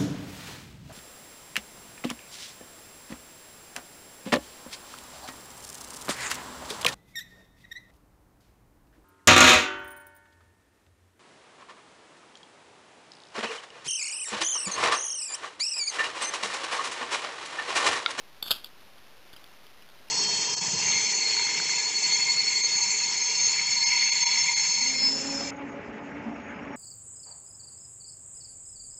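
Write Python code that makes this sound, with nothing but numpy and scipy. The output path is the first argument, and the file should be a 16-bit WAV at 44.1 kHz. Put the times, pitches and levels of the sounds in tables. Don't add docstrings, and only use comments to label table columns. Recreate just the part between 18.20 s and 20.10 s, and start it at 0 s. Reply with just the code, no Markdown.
import sys
import numpy as np
from scipy import signal
from scipy.fft import rfft, irfft
from scipy.io import wavfile
from scipy.ndimage import uniform_filter1d, map_coordinates

SR = 44100
rng = np.random.default_rng(int(sys.argv[2]) if len(sys.argv) > 2 else 0)


def decibels_to_gain(level_db):
    exponent = np.asarray(level_db, float) / 20
    return 10 ** exponent


def wav_out(sig):
    wavfile.write(sys.argv[1], SR, np.round(np.clip(np.atleast_2d(sig).T, -1, 1) * 32767).astype(np.int16))


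N = 83790
HOLD_HZ = 8000


# (frequency [Hz], level [dB per Hz])
HISS_COLOUR = [(20, 8), (60, 0.5), (150, 2), (500, 3.5), (1200, 2), (2200, 1), (3500, 1), (4000, 0.5)]


def hiss():
    level_db, flicker_db, flicker_samples = -55.5, .35, 2000
    hz, db = np.array(HISS_COLOUR).T
    f = np.arange(N // 2 + 1) * SR / N + 1
    colour = decibels_to_gain(np.interp(np.log(f), np.log(hz), db)) * (f < HOLD_HZ / 2)
    noise = irfft(rfft(rng.standard_normal(N)) * colour, N)
    steps = np.repeat(rng.standard_normal(N // flicker_samples + 1), flicker_samples)[:N]
    flicker = uniform_filter1d(steps, size=flicker_samples)
    return noise / noise.std() * decibels_to_gain(level_db + flicker_db * flicker)


def room(x):
    level_db, t60_s = -21, .25
    t = np.arange(SR // 2) / SR
    tail = rng.standard_normal(len(t)) * decibels_to_gain(-60 * t / t60_s)
    tail = tail * (t > .004)
    tail = tail / np.sqrt(np.sum(tail ** 2))
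    return decibels_to_gain(level_db) * signal.fftconvolve(x, tail)[:N]


def ring(x, hz, t60):
    pole = np.exp(2j * np.pi * hz / SR - np.log(1000) / (max(t60, .002) * SR))
    return signal.lfilter([1], [1, -pole], x).imag


def modes(x, table):
    return sum(decibels_to_gain(db) * ring(x, hz, t60) for hz, db, t60 in table)


# (time [s], level [dB])
KNOCK_TIMES = [
    (.2262, -44),
    (0.307, -29),
    (1.135, -36.5),
]


def knocks():
    hz, t60_s = 239, 0.004
    push = np.zeros(N)
    for s, db in KNOCK_TIMES:
        push[int(s * SR)] = -decibels_to_gain(db)
    return ring(push, hz, t60_s) + ring(push, hz / 3, 2 * t60_s)


# (frequency [Hz], level [dB], t60 [s])
BODY_MODES = [(2830, -28, .02), (3100, -26, .04), (3160, -25, .03), (3280, -29, .04), (3660, -21, .03),
              (3830, -27, .03)]
# (frequency [Hz], level [dB], t60 [s])
THUD_MODES = [(417, -34, 0.012), (1008, -12.5, 0.014), (1243, -4, 0.011), (1467, -4.5, 0.016),
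              (1600, -12, 0.012)]


def metal(push, hz, t60, body, thud, thud_db):
    above_hz, below_hz, crack_db = 2250, 1950, -3
    t60 = max(t60, .002)
    swell = ring(ring(push, hz, t60), hz, t60) * 2 * np.e * np.log(1000) / (t60 * SR)
    highpass = signal.butter(4, above_hz, "high", fs=SR, output="sos")
    lowpass = signal.butter(4, below_hz, fs=SR, output="sos")
    high = signal.sosfilt(highpass, swell + modes(push, body))
    low = signal.sosfilt(lowpass, modes(push, thud))
    crack = decibels_to_gain(crack_db) * push
    return high + decibels_to_gain(thud_db) * (low + crack)


def rattle(curve, hz, t60, body_db):
    grains_per_s, spread_db, thud_db = 6000, 2.5, -10
    chance, sign, size = rng.random((3, N))
    s, db = np.array(curve).T
    grains = (chance < grains_per_s / SR) * np.sign(sign - .5)
    grains = grains * decibels_to_gain(-spread_db * np.log(size + 1e-9))
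    pressure_db = np.interp(np.arange(N) / SR, s, db - 15.5, left=-120, right=-120)
    body = [(f, d + body_db, t) for f, d, t in BODY_MODES]
    return metal(grains * decibels_to_gain(pressure_db), hz, t60, body, THUD_MODES, thud_db)


# (time [s], level [dB])
SETTLE_LEVEL = [
    (.316, -58),
    (.319, -29),
    (.340, -33),
    (.367, -34.5),
    (.372, -40.5),
    (.435, -53.5),
    (.450, -46),
    (.470, -45),
    (.495, -73),
]


def settle():
    return rattle(SETTLE_LEVEL, hz=3600, t60=.0022, body_db=8)


# (time [s], level [dB])
SLIDE_LEVEL = [
    (.221, -85),
    (.229, -34),
    (.240, -41.5),
    (.255, -40),
    (.270, -36.5),
    (.292, -42),
    (.303, -34),
    (.309, -30),
    (.312, -70),
]


def slide():
    return rattle(SLIDE_LEVEL, hz=3590, t60=.008, body_db=5)


def hits(table, t60, scrape_db):
    length, scrape_length, scrape_fade_s = 4096, 512, .0015
    out = np.zeros(N + length)
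    fade = np.exp(-np.arange(scrape_length) / SR / scrape_fade_s)
    chance = rng.standard_normal((len(table), 12))
    for (s, db, hz, thud_db), c in zip(table, chance):
        push = np.zeros(length)
        push[:scrape_length] = decibels_to_gain(db + scrape_db) * rng.standard_normal(scrape_length) * fade
        push[0] = decibels_to_gain(db)
        body = [(f * (1 + .006 * a), d + 3 * b, t) for (f, d, t), a, b in zip(BODY_MODES, c, c[6:])]
        thud = [(f * (1 + .02 * a), d + 2 * b, t) for (f, d, t), a, b in zip(THUD_MODES, c[6:], c)]
        i = int(s * SR)
        out[i:i + length] += metal(push, hz, t60, body, thud, thud_db)
    return out[:N]


# (time [s], peak level [dB], ring [Hz], thud level [dB])
KEY_TICKS = [(0.5134, -64, 3300, -2), (0.607, -49, 3600, -14), (0.782, -45, 3320, -9),
             (1.052, -56, 3260, -6), (1.1305, -37.5, 3520, -15), (1.1365, -40, 3300, -0.5),
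             (1.1408, -41.5, 3580, -18), (1.1636, -37, 3250, -4.5), (1.1683, -38, 2960, -27),
             (1.1748, -43.5, 3700, -23), (1.2413, -37, 3480, -13), (1.265, -43, 3640, -17),
             (1.3384, -45, 2630, 0), (1.4672, -41, 3200, -7), (1.6223, -39.5, 2890, -32),
             (1.6886, -41.5, 3320, -5), (1.7003, -45.5, 3450, 2), (1.8711, -48, 2940, -10),
             (1.8844, -39, 2790, -19)]


def key_ticks():
    return decibels_to_gain(-4.5) * hits(KEY_TICKS, t60=.0045, scrape_db=-18)


# (time [s], peak level [dB], ring [Hz], thud level [dB])
LATCH_BLOWS = [(.22525, -31, 3570, -18), (.22637, -27, 3570, -14), (.22721, -27, 3570, -24),
               (.22749, -28, 3570, -24), (.2266, -38, 2300, 0), (.2305, -37, 3500, -16),
               (.2636, -33, 3420, -5), (.2803, -33, 2700, -10), (.2813, -30, 3400, -16),
               (.2846, -35, 3500, -10), (.2888, -34, 3500, -14), (.2987, -38, 3500, -10),
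               (.3077, -15, 3760, -10), (.3093, -24, 3660, -10), (.30985, -19, 3660, -14),
               (.3127, -13, 3660, -22), (.3136, -16, 3200, -20), (.3151, -14, 3150, -11),
               (.3166, -18, 3750, -18), (.3182, -22, 3200, -12), (.3197, -26, 3200, -6),
               (.3216, -25, 3670, -14), (.3228, -26, 3670, -16), (.3246, -30, 3300, -12),
               (.3266, -26, 3200, -14), (.3356, -30, 3270, -12), (.4441, -31, 3460, -13),
               (.44555, -34, 3460, -10), (.4476, -42, 3460, -14), (.4490, -45, 3460, -8)]


def latch_blows():
    return decibels_to_gain(1.5) * hits(LATCH_BLOWS, t60=.0042, scrape_db=-34)


def scene():
    lock = knocks() + settle() + slide() + key_ticks() + latch_blows()
    antialias = signal.butter(8, 4400, fs=SR, output="sos")
    lock = signal.sosfiltfilt(antialias, lock + room(lock))
    return (hiss() + lock)[None]


def band_limit(x):
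    return signal.sosfilt(signal.butter(12, 17200, fs=SR, output="sos"), x)


def record(dry):
    slip_values, slip_every_s, first_slip_s = .35, .25, .2
    top_hz, offset = 15500, -0.0027
    t = np.arange(N) / SR
    slip = slip_values * np.ceil((t - first_slip_s) / slip_every_s)
    taken = (np.floor(t * HOLD_HZ + slip) + .5 - slip) * SR / HOLD_HZ
    held = map_coordinates(dry[0], [taken], mode="mirror")[None]
    top_cut = signal.ellip(8, .1, 40, top_hz, fs=SR, output="sos")
    mix = signal.sosfiltfilt(top_cut, held) + offset
    return band_limit(mix)


dry = scene()
out = record(dry)
wav_out(out)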